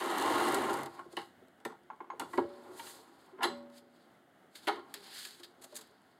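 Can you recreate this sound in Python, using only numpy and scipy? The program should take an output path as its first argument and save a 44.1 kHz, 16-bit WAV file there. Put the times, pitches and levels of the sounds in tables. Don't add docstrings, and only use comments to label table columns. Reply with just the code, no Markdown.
import sys
import numpy as np
from scipy import signal
from scipy.fft import rfft, irfft, next_fast_len
from scipy.io import wavfile
from scipy.ndimage import map_coordinates

SR = 44100
rng = np.random.default_rng(int(sys.argv[2]) if len(sys.argv) > 2 else 0)


def wav_out(sig):
    wavfile.write(sys.argv[1], SR, np.round(np.clip(np.atleast_2d(sig).T, -1, 1) * 32767).astype(np.int16))


def voltage_ratio(decibels):
    exponent = np.asarray(decibels, float) / 20
    return 10 ** exponent


N = 273287


def unit(x):
    return x / np.sqrt(np.mean(x ** 2) + 1e-20)


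def along(points, hz):
    f, v = np.transpose(points)
    return np.interp(np.log(hz + 1), np.log(f + 1), v)


def wobble(rate):
    knots = rng.standard_normal(int(N * rate / SR) + 4)
    return map_coordinates(knots, [np.arange(N) * rate / SR])


def filtered(x, response):
    m = next_fast_len(N + SR // 2)
    return irfft(rfft(x, m) * response(np.fft.rfftfreq(m, 1 / SR)), m)[..., :N]


def peak(f, hz, width):
    return 1j * f * width / (hz * hz - f * f + 1j * f * width)


def notched(x, notches):
    def response(f):
        return np.prod([1 - depth * peak(f, hz, width) for hz, width, depth in notches], axis=0)
    return filtered(x, response)


def body(x, modes):
    def response(f):
        h = sum((-1) ** k * voltage_ratio(db) * peak(f, hz, width) for k, (hz, width, db) in enumerate(modes))
        low, high = .8 * modes[0][0], 1.25 * modes[-1][0]
        h = h * ((1j * f / low) / (1 + 1j * f / low) / (1 + 1j * f / high)) ** 3
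        return h / np.sqrt(np.mean(abs(h) ** 2))
    return filtered(x, response)


def friction(levels_db, grain_db, judder_db, surge_db=1, chatter_db=0):
    judder = judder_db * wobble(60) + chatter_db * wobble(350)
    shape = (len(levels_db), N)
    slips = voltage_ratio(grain_db * rng.exponential(size=shape)) * rng.standard_normal(shape)
    rows = [voltage_ratio(db) * unit(voltage_ratio(judder + surge_db * wobble(18)) * slip) for db, slip in zip(levels_db, slips)]
    return np.array(rows)


def strokes(rows):
    flank_power = 1.136
    t, power = np.arange(N) / SR, np.full((2, N), 1e-15)
    for s, db, rise, fall, second_db in rows:
        away = np.where(t < s, (s - t) / rise, (t - s) / fall)
        power += voltage_ratio(2 * (db - 20 * away ** flank_power)) * voltage_ratio([[0], [2 * second_db]])
    return 10 * np.log10(power)


def contacts(rows, tick_share=0.71, lead=0, rise=0.00024):
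    force, t = np.zeros((4, N + SR)), np.arange(SR // 12) / SR
    for s, plate_db, frame_db, shell_db, tick_db, length in rows:
        life = length * np.array([[1.1], [1], [.9], [tick_share]]) + 0.00043
        burst = np.exp(-t / life) * (1 - np.exp(-t / rise)) * rng.standard_normal((4, len(t)))
        burst *= np.sqrt(1 + np.array([[.012], [.007], [.001], [0]]) / life)
        levels = voltage_ratio([[frame_db], [plate_db], [shell_db], [tick_db]])
        force[:, round((s - lead) * SR):][:, :len(t)] += levels * burst
    return force[:, :N]


def blows(rows, tick_db):
    return [(s, db, db + weight, db + hard, db + hard + tick_db, length)
            for s, db, weight, hard, length in rows]


def crackles(rows, length, plate_db, frame_db):
    return [(s, db + load + plate_db, db + load + frame_db, db, db + crisp, length)
            for s, db, crisp, load in rows]


def rings(rows, rise):
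    out, t = np.zeros(N + 2 * SR), np.arange(SR) / SR
    for s, hz, db, t60 in rows:
        swell = 1 - np.exp(-t / max(rise, 1 / hz))
        out[round(s * SR):][:SR] += voltage_ratio(db - 60 * t / t60) * swell * np.sin(2 * np.pi * hz * t)
    return out[:N]


def push(force, names, rows):
    for name, row in zip(names, rows):
        force[name] += row


# pitch_hz, width_hz, level_db
FRAME = [(134, 13, -17), (191, 14, -16.5), (232.7, 24, -6), (277.4, 31.2, -3), (348, 22, 4), (405, 42, -2),
         (443.8, 27, -0.5), (538, 35, -4), (649, 48, -5)]
PLATE = [(727, 91, 0.5), (802.6, 38.4, 8.5), (893, 53, 4), (958, 56, 6), (1082, 57, 5), (1134, 45, 3),
         (1268, 50, -2), (1330, 40, -0.5), (1406, 36, 0), (1553, 43, -1.5), (1660, 1200, -7.5)]
SHELL = [(1680, 80, 3.5), (1903, 90, 4.5), (2037, 215, 1), (2330, 44, -4), (2804, 200, -2), (3246, 220, -2),
         (3465, 330, -4), (4200, 680, -4.5), (5050, 900, -12)]
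FIBRE = [(6450, 3300, -4), (9120, 1940, 0), (11200, 2900, -4), (13000, 4900, -21)]
TABLE = [(67, 24, -3), (100, 20.5, 1.5), (134, 14, 3.5), (165, 55, 0.5), (207, 14, 0)]
SHEET = [(1576, 620, -3), (3410, 800, -1), (4300, 950, 3), (5010, 1020, -1.5)]
HISS = [(6470, 2300, 0), (8360, 3060, 3.5), (10960, 5200, -1), (15000, 3200, -9.5)]
CLAMP = [(1500, 460, 1), (2050, 330, 3), (2600, 170, -3), (3080, 480, -2), (4000, 640, -3),
         (4620, 570, -4.5)]
EDGE = [(8900, 300, 0)]
PARTS = dict(frame=FRAME, plate=PLATE, shell=SHELL, fibre=FIBRE, table=TABLE,
             sheet=SHEET, hiss=HISS, clamp=CLAMP, edge=EDGE)


def resound(force, names):
    return voltage_ratio(-1.5) * sum(body(force[name], PARTS[name]) for name in names)


# pitch_hz, level_db (per Hz)
AIR = [(25, -23.5), (50, -34.5), (65, -11), (160, -2), (250, 3), (400, -10.5), (750, -1), (1000, -12),
       (1400, -6), (2000, -11), (3200, -16.5), (5000, -28.5), (10000, -29), (15500, -32.5)]


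def air():
    hush = filtered(rng.standard_normal(N), lambda hz: voltage_ratio(along(AIR, hz)))
    return voltage_ratio(-66 + wobble(3) + wobble(15)) * unit(hush)


# pitch_hz, t60_s
ROOM = [(200, 0.24), (1000, 0.23), (4000, 0.29), (12000, 0.17)]


def room(x):
    out, step = np.zeros(N + 2 * SR), SR // 4
    for start in range(0, N, step):
        hz, t, z = signal.stft(rng.standard_normal(SR // 2), SR, nperseg=256)
        decay = voltage_ratio(-60 * t / along(ROOM, hz)[:, None])
        tail = signal.istft(z * decay, SR, nperseg=256)[1]
        wet = signal.fftconvolve(x[start:start + step], tail / np.linalg.norm(tail))
        out[start + SR // 200:][:len(wet)] += wet
    return out[:N]


# time_s, level_db
CUT = [
    (0, -38),
    (.07, -38.5),
    (.255, -33),
    (.36, -33.5),
    (.47, -31.5),
    (.62, -34.5),
    (.78, -40),
    (.865, -46),
    (.9, -68),
]
# over_db (over the force), swing_share, drift_db_per_s (as the stack thins)
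CUT_PARTS = [
    (-2, 0.9, 0.5),
    (1.5, 1.05, -1.8),
    (-5.5, 1.12, -9.5),
    (-12.5, 1.17, -6.5),
    (-29, 0.91, 15),
]


def shearing_db():
    t, (s, db) = np.arange(N) / SR, np.transpose(CUT)
    force_db = np.interp(t, s, db, right=-200)
    return [db.max() + over + share * (force_db - db.max()) + drift * t for over, share, drift in CUT_PARTS]


def shear(force):
    rubbing = friction(shearing_db(), grain_db=2.5, judder_db=1.1, surge_db=.4, chatter_db=1.1)
    push(force, ["frame", "plate", "shell", "fibre", "table"], rubbing)


# peak_s, level_db, rise_s, fall_s (both over 20 dB), second_db (unused)
SQUEAL = [
    (.07, -62, .1, .08, 0),
    (.3, -60, .06, .1, 0),
    (.44, -52, .07, .09, 0),
    (.56, -59, .05, .12, 0),
]


def squeal(force):
    push(force, ["edge"], friction(strokes(SQUEAL)[:1], grain_db=0, judder_db=1))


# peak_s, level_db (frame), rise_s, fall_s (both over 20 dB), second_db (plate over frame)
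MOVES = [(1.0, -56, 0.41, 0.06, 2.5), (1.16, -58.5, 0.22, 0.24, -5.5), (1.45, -69.5, 0.25, .5, -15),
         (2.11, -57.5, 0.15, 0.92, -4), (2.36, -51.5, 0.15, 0.072, -5), (2.7, -54.5, 0.58, 0.69, -0.7),
         (3.38, -61, 0.52, 0.24, -2.3), (3.52, -55, 0.11, 0.27, -1), (3.85, -67.5, .6, 1, -8),
         (4.7, -57.5, 0.088, 0.53, 0.5), (5.1, -64.5, 0.48, 0.78, 0), (5.71, -63.5, 0.52, 0.32, -16),
         (6.0, -71, 0.78, 0.59, 0.5)]
# same columns, second_db unused
SHAKES = [
    (.34, -50.5, 0.12, 0.11, 0),
    (1.3, -72.5, 0.86, 0.76, 0),
    (.85, -72, .3, 0.23, 0),
    (1.05, -65, 0.044, .06, 0),
    (1.19, -65, .03, .08, 0),
    (1.67, -66, 0.04, 0.21, 0),
    (2.21, -60, .05, .15, 0),
    (2.385, -51, 0.032, 0.1, 0),
    (3.5, -60, 0.13, 0.22, 0),
]


def lever(force):
    travel_db = np.maximum(strokes(MOVES), [[-70], [-120]])
    rubbing = friction([*travel_db, strokes(SHAKES)[0]], grain_db=1.5, judder_db=1.5)
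    push(force, ["frame", "plate", "table"], rubbing)
    force["table"] += voltage_ratio(-15.5) * rubbing[0]


# start_s, level_db (sheet), crisp_db (hiss over sheet), load_db (steel over sheet)
SNAPS = [(.102, -54, 7.5, 5), (.111, -53, 8, 0), (.182, -48, 12.5, -10), (.198, -50, 10, -5),
         (.211, -53, 11, -5), (.244, -54, 3, 25), (.26, -53, 3, 25), (.272, -50, 7, 2),
         (.348, -54.5, 4, 16), (.381, -48, 7.5, 15), (.425, -53, 5, 20), (.467, -52.5, 7, 12),
         (.53, -55, 1, 24), (.666, -56, 6, 10), (.707, -50, 6, 3), (.722, -59, 5, 7), (.769, -54, 6, 5),
         (.788, -55, 6, 8), (.808, -57, 6, 5), (.222, -45, 10, -5), (.62, -46.5, 4, 4),
         (.484, -49.5, 12, 14), (.522, -48, 8.5, 0), (.544, -37.5, 8, 4), (.696, -48, -1, 14.5),
         (.731, -49.5, 9.5, 11), (.739, -44, 4.5, 9), (.832, -48, 5.5, 7.5), (.859, -48, 1.5, 5.5),
         (4.94, -36.5, 1, -11.5)]


def snaps(force):
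    rows = crackles(SNAPS, 0.0057, plate_db=-4.5, frame_db=-5.5)
    push(force, ["frame", "plate", "sheet", "hiss"], contacts(rows, tick_share=0.62))


# peak_s, level_db (sheet), rise_s, fall_s (both over 20 dB), second_db (hiss over sheet)
SLIDES = [(.96, -66, 0.2, 0.16, -3), (1.196, -63.5, 0.12, 0.14, -1.5), (2.36, -63, 0.15, 0.1, 2),
          (2.5, -67, .3, .4, -10), (2.79, -56, 0.039, 0.24, 1.5), (2.9, -54, 0.25, 0.15, 1),
          (3.222, -69, 0.42, 0.2, -6), (4.95, -50.5, .008, 0.082, -14), (5.2, -46, 0.23, 0.21, -5),
          (5.784, -63, 0.24, 0.21, -9), (6.1, -78, .55, .55, -8)]
BRUSHES = [(1.128, -63.5, .03, .03, -1), (3.74, -71.5, 0.033, 0.087, -10), (3.55, -62.5, .03, 0.1, -12),
           (3.78, -61, 0.075, 0.029, -2), (3.97, -71.5, 0.21, 0.28, -7.5), (4.575, -59.5, 0.055, .055, -2),
           (4.65, -58, 0.082, 0.057, -3.5), (5.622, -56, .009, .012, 4), (5.646, -54, .018, .014, 4),
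           (5.756, -48, .005, .012, 5), (5.765, -46, .005, .014, 7), (5.773, -49, .014, .012, 6),
           (5.69, -70, .12, .1, 0)]


def sliding_db():
    return strokes(SLIDES + BRUSHES)


def slide(force):
    push(force, ["sheet", "hiss"], friction(sliding_db(), grain_db=2.0, judder_db=1.4))


def fibres(force):
    fibres_per_s, spread_db, tear_db, catch_db = 64, 14, -2, 2.5
    loudest_db = np.maximum(shearing_db()[2] + tear_db, sliding_db()[0] + catch_db)
    draw = rng.random((600, 2))
    at = np.cumsum(-np.log(draw[:, 0])) / fibres_per_s
    size_db = np.interp(at * SR, np.arange(N), loudest_db, right=-150) - spread_db * np.sqrt(draw[:, 1])
    rows = [(s, db, 3, -8) for s, db in zip(at, size_db) if db > -75]
    loose = crackles(rows, 0.0021, plate_db=-7, frame_db=-5.5)
    push(force, ["frame", "plate", "sheet", "hiss"], contacts(loose, tick_share=0.62))


# start_s, pitch_hz, level_db, t60_s
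KNOCKS = [(1.1675, 13000, -42, .008), (1.1675, 6800, -45, .01), (1.652, 2550, -42, .03),
          (1.168, 2950, -29.5, .035), (1.172, 348, -35.5, 0.051), (1.652, 950, -36, 0.041),
          (2.196, 910, -29, 0.036), (2.334, 1080, -33, .08), (2.3797, 365, -12, 0.032),
          (2.382, 265, -24, .05), (2.382, 540, -24, .04), (2.416, 350, -26, .06), (2.339, 350, -36, .06),
          (2.354, 360, -35, .06), (2.39, 960, -22, .03), (2.381, 940, -20.5, 0.045),
          (2.405, 350, -23, 0.05), (2.437, 360, -31, .06), (2.5, 365, -48.5, .5), (2.69, 372, -48.5, .4),
          (.987, 1080, -40.5, 0.14), (2.795, 910, -34.5, 0.042), (3.33, 380, -46.5, 0.16),
          (4.689, 806, -21.5, 0.083), (3.432, 1075, -31, .08), (2.797, 2300, -42, .04),
          (2.212, 290, -34.5, 0.075), (4.673, 325, -28.5, 0.12), (4.682, 410, -27.5, 0.096),
          (4.676, 1500, -33, .06), (1.168, 1800, -35.5, 0.047), (1.652, 1800, -33, .04),
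          (2.335, 1950, -39.5, 0.08), (2.388, 1075, -32, 0.037), (4.682, 2050, -28, 0.04),
          (4.722, 350, -34, .06), (4.744, 380, -35, .05), (4.8, 370, -42, .06), (3.473, 400, -31, .07),
          (4.783, 348, -44, .12), (5.252, 1700, -45.5, .09), (5.64, 690, -52, .08), (5.724, 600, -46, 0.11),
          (5.398, 347, -45.5, 0.054), (5.434, 4700, -46, .03), (4.943, 4300, -39, 0.026),
          (5.74, 235, -52, 0.17), (1.17, 235, -43.5, .08), (4.675, 600, -32.5, 0.077),
          (5.434, 1700, -49, .04), (3.0, 4300, -61, 0.14), (3.405, 960, -34.5, 0.065)]


def knocks():
    return rings(KNOCKS, rise=.002)


# start_s, level_db (plate), weight_db (frame over plate), hard_db (shell over plate), contact_s
STOPS = [(.992, -41.5, -14.5, -14.5, 0.0056), (1.052, -72, 20.5, -9, 0.0072),
         (1.127, -54.5, 2.5, -3, 0.006), (1.416, -77, 21.5, -6, .0058), (1.474, -70.5, 11.5, .3, 0.0036),
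         (1.6015, -56, -9, -8, 0.004), (1.65, -34.5, 0, -4.5, 0.0064), (1.697, -51.5, -2, -17, 0.0089),
         (1.72, -50, -2, -16, 0.0033), (2.196, -34.5, -6.5, -1.4, 0.0074), (2.211, -38, -6.5, -24, 0.013),
         (2.332, -40, -8, -12, 0.011)]


def stops(force):
    push(force, ["frame", "plate", "shell", "fibre"], contacts(blows(STOPS, tick_db=-2.5)))


# start_s, level_db (plate), weight_db (frame), hard_db (shell), contact_s
THUD = [(1.1675, -36.5, -1, 1, 0.009), (2.3755, -32.5, -21, -4, 0.0028), (2.3805, -29.5, 1, -19, 0.004),
        (2.391, -36.5, -5, -9, 0.0012), (2.406, -52, 12, -9, 0.0022), (2.434, -54, 13, -12, 0.0033),
        (1.187, -45.5, -9, 0, 0.014), (1.215, -51.5, -10, 0.5, 0.012), (2.795, -43, -18, 2.2, 0.003),
        (2.868, -48.5, -21.5, 5, 0.004), (2.895, -52, -5, -3, 0.004)]


def thuds(force):
    push(force, ["frame", "plate", "shell", "fibre"], contacts(blows(THUD, tick_db=-12.5)))


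# start_s, level_db (sheet), crisp_db (hiss over sheet)
TICKS = [(1.483, -70.5, 8), (1.834, -69, 1), (1.961, -74, 2), (3.581, -63, 0.5), (3.627, -70, 4),
         (3.66, -66, -16), (3.70, -58, -6), (5.172, -48, 4), (5.227, -52, 3), (5.212, -52, 0),
         (5.308, -50, 0), (5.15, -50, 6), (5.196, -46, 0), (5.287, -49, 0), (5.33, -54, -2),
         (5.348, -54.5, -2), (5.874, -67, 8), (5.911, -71.5, 7), (6.018, -73, 6)]


def ticks(force):
    rows = crackles([(*row, 0) for row in TICKS], 0.0015, plate_db=0, frame_db=0)
    push(force, ["sheet", "hiss"], contacts(rows)[2:])


# start_s, level_db (plate), weight_db (frame), hard_db (shell), contact_s
RATCHET = [
    (1.903, -33, -15, -38, 0.012),
    (1.934, -47, -3, -37, 0.0047),
    (2.006, -34.5, -9, -46, 0.013),
    (2.045, -45, -2, -40, 0.0043),
    (2.103, -30.5, -30, -26.5, 0.0081),
    (2.117, -39, -4, -35, 0.0044),
    (2.133, -43.5, 4.5, -30, 0.0042),
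]
# pitch_hz, level_db, t60_s
TOOTH = [(880, 0, .026), (1030, 1, .03), (1600, -11, .022), (2150, -13, .018), (2550, -19, .012),
         (3200, -24, .01)]
# pitch_hz, t60_s
PAWL = (6590, .12)


def ratchet(force):
    shares = voltage_ratio([[-8], [-14], [-1]])
    hits = contacts(blows(RATCHET, tick_db=0), lead=.0015)[:3]
    push(force, ["frame", "plate", "shell"], shares * hits)
    pawl_hz, pawl_t60 = PAWL
    teeth = [(row[0] - .002, hz, row[1] + 6 + db, t60) for row in RATCHET for hz, db, t60 in TOOTH]
    pawl = [(row[0] - .002, pawl_hz, row[1] + row[3] - 8, pawl_t60) for row in RATCHET]
    return rings(teeth, rise=.003) + rings(pawl, rise=.001)


# pitch_hz, t60_s
BARS = [(242, 1.1), (404, .45), (571, .9), (1075, .2)]
# start_s, then level_db of each bar
BAR_HITS = [
    (2.40, -54, -52, -43, -75),
    (3.49, -43, -54, -42, -62),
    (4.758, -75, -54, -75, -41),
    (4.79, -80, -80, -80, -41),
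    (4.945, -75, -50, -75, -75),
]


def bars():
    rows = [(s, hz, db, t60) for s, *levels in BAR_HITS for (hz, t60), db in zip(BARS, levels)]
    return rings(rows, rise=.015)


# start_s, level_db (sheet), crisp_db (hiss over sheet), load_db (steel over sheet)
RUSTLES = [(2.767, -56, -2.5, -1.5), (4.554, -40.5, -5, -17), (5.187, -43, 1.5, -21),
           (5.25, -36.5, -3.5, -17), (5.397, -51, -3, 1), (5.433, -40.5, -8, -21), (5.443, -44.5, -7, -15),
           (5.039, -53, 1, -10.5), (5.14, -51, 5, -20), (5.27, -48, 2, -15), (5.618, -56, 2, 2),
           (5.638, -53, 3, 4), (5.723, -58, -2, 7), (5.745, -53, 2, -1), (5.764, -52, 5, 1),
           (5.786, -48, 1, -7), (5.811, -47, 0.5, -8)]


def rustles(force):
    rows = crackles(RUSTLES, 0.0085, plate_db=-2.5, frame_db=-3)
    push(force, ["frame", "plate", "sheet", "hiss"], contacts(rows, tick_share=0.84, lead=.002, rise=0.0034))


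# start_s, level_db (plate), weight_db (frame), hard_db (shell), contact_s
CLUNKS = [
    (3.383, -49, 1, -27, 0.013),
    (3.406, -35.5, -13.5, -30, 0.0081),
    (3.418, -33.5, -11.5, -19, 0.015),
    (3.424, -33.5, -10.5, -7, 0.008),
    (3.4295, -26.5, -16, 1, 0.0095),
    (3.438, -32, -3, 4, 0.0097),
    (3.447, -32, -4, -4, 0.012),
    (3.478, -46, 4, -14, 0.0055),
    (3.455, -37.5, -5, -7, 0.0058),
    (3.5, -49, -3, -9, 0.012),
]


def clunks(force):
    hits = contacts(blows(CLUNKS, tick_db=-10.5), tick_share=0.76, rise=0.00067)
    push(force, ["frame", "plate", "shell", "fibre"], hits)


# start_s, pitch_hz, level_db, t60_s
BLADE = [(3.43, 1674, -40, .1), (3.43, 1895, -35, .1), (3.44, 3219, -46, .2), (3.45, 4527, -56, .2),
         (3.435, 7181, -52, .1), (3.45, 7843, -52, .27), (3.45, 10040, -55, .2), (3.432, 11260, -40, .08),
         (3.44, 14400, -64, .14)]
SPINE = [
    (3.43, 4050, -34, .04),
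    (3.431, 4038, -35, .28),
    (3.43112, 4065, -35.5, .25),
]


def blade():
    twins = [(s, hz * 1.0028, db - 3, t60 * .5) for s, hz, db, t60 in BLADE]
    return rings(BLADE + twins + SPINE, rise=.002)


# start_s, level_db (plate), weight_db (frame), hard_db (clamp over plate), contact_s
CLAMPS = [
    (4.670, -30.5, -20, 0, 0.0094),
    (4.676, -29.5, -18, 0.5, 0.0053),
    (4.682, -24, -16, -1, 0.0043),
    (4.690, -28.5, -16, -9, 0.005),
    (4.700, -35, -12, -13, 0.0044),
    (4.725, -45.5, 1, -5, 0.0064),
    (4.742, -45, -3, -6, .005),
    (4.79, -47, -6, -8, .008),
    (4.757, -44, -10, -2.5, 0.004),
    (4.765, -45.5, -1, -10, 0.012),
]


def clamp(force):
    hits = contacts(blows(CLAMPS, tick_db=-13.5), tick_share=0.75, rise=0.00081)
    push(force, ["frame", "plate", "clamp", "fibre"], hits)


# start_s, pitch_hz, level_db, t60_s
LATE_KNOCKS = [(5.756, 8600, -48, .02), (5.757, 11000, -46, .02), (5.764, 11000, -42, .035),
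               (5.787, 11000, -50, .02), (5.275, 7500, -56, .06), (5.444, 4800, -49, .03),
               (5.431, 4900, -48, .02), (5.19, 4400, -48, .06), (5.205, 4600, -48, .05)]


def late_knocks():
    return rings(LATE_KNOCKS, rise=.002)


# pitch_hz, width_hz, depth (0-1)
SHADOW = [(2386, 260, .65), (2680, 300, .55)]


def scene():
    force = {name: np.zeros(N) for name in PARTS}
    for source in (shear, squeal, lever, snaps, slide, fibres, stops, thuds, ticks, rustles, clunks, clamp):
        source(force)
    knock = knocks() + ratchet(force) + late_knocks()
    ring = bars() + blade()
    cutter = resound(force, ["frame", "plate", "shell", "fibre", "table", "clamp", "edge"])
    paper = resound(force, ["sheet", "hiss"])
    wet = room(cutter + .5 * paper + .6 * knock + .3 * ring)
    around = notched(voltage_ratio(-7.5) * wet + air(), SHADOW)
    return (cutter + paper + knock + ring + around)[None]


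def band_limit(x):
    return signal.sosfilt(signal.butter(12, 16480, fs=SR, output="sos"), x)


# pitch_hz, width_hz, depth (0-1)
NOTCHES = [(2466, 450, 0.22), (5770, 460, 0.42)]


def record(dry):
    def microphone(f):
        bass_cut = (1j * f / 45 / (1 + 1j * f / 45)) ** 4
        return bass_cut * (f < 15850)
    mix = filtered(notched(dry, NOTCHES), microphone)
    return band_limit(mix)


dry = scene()
out = record(dry)
wav_out(out)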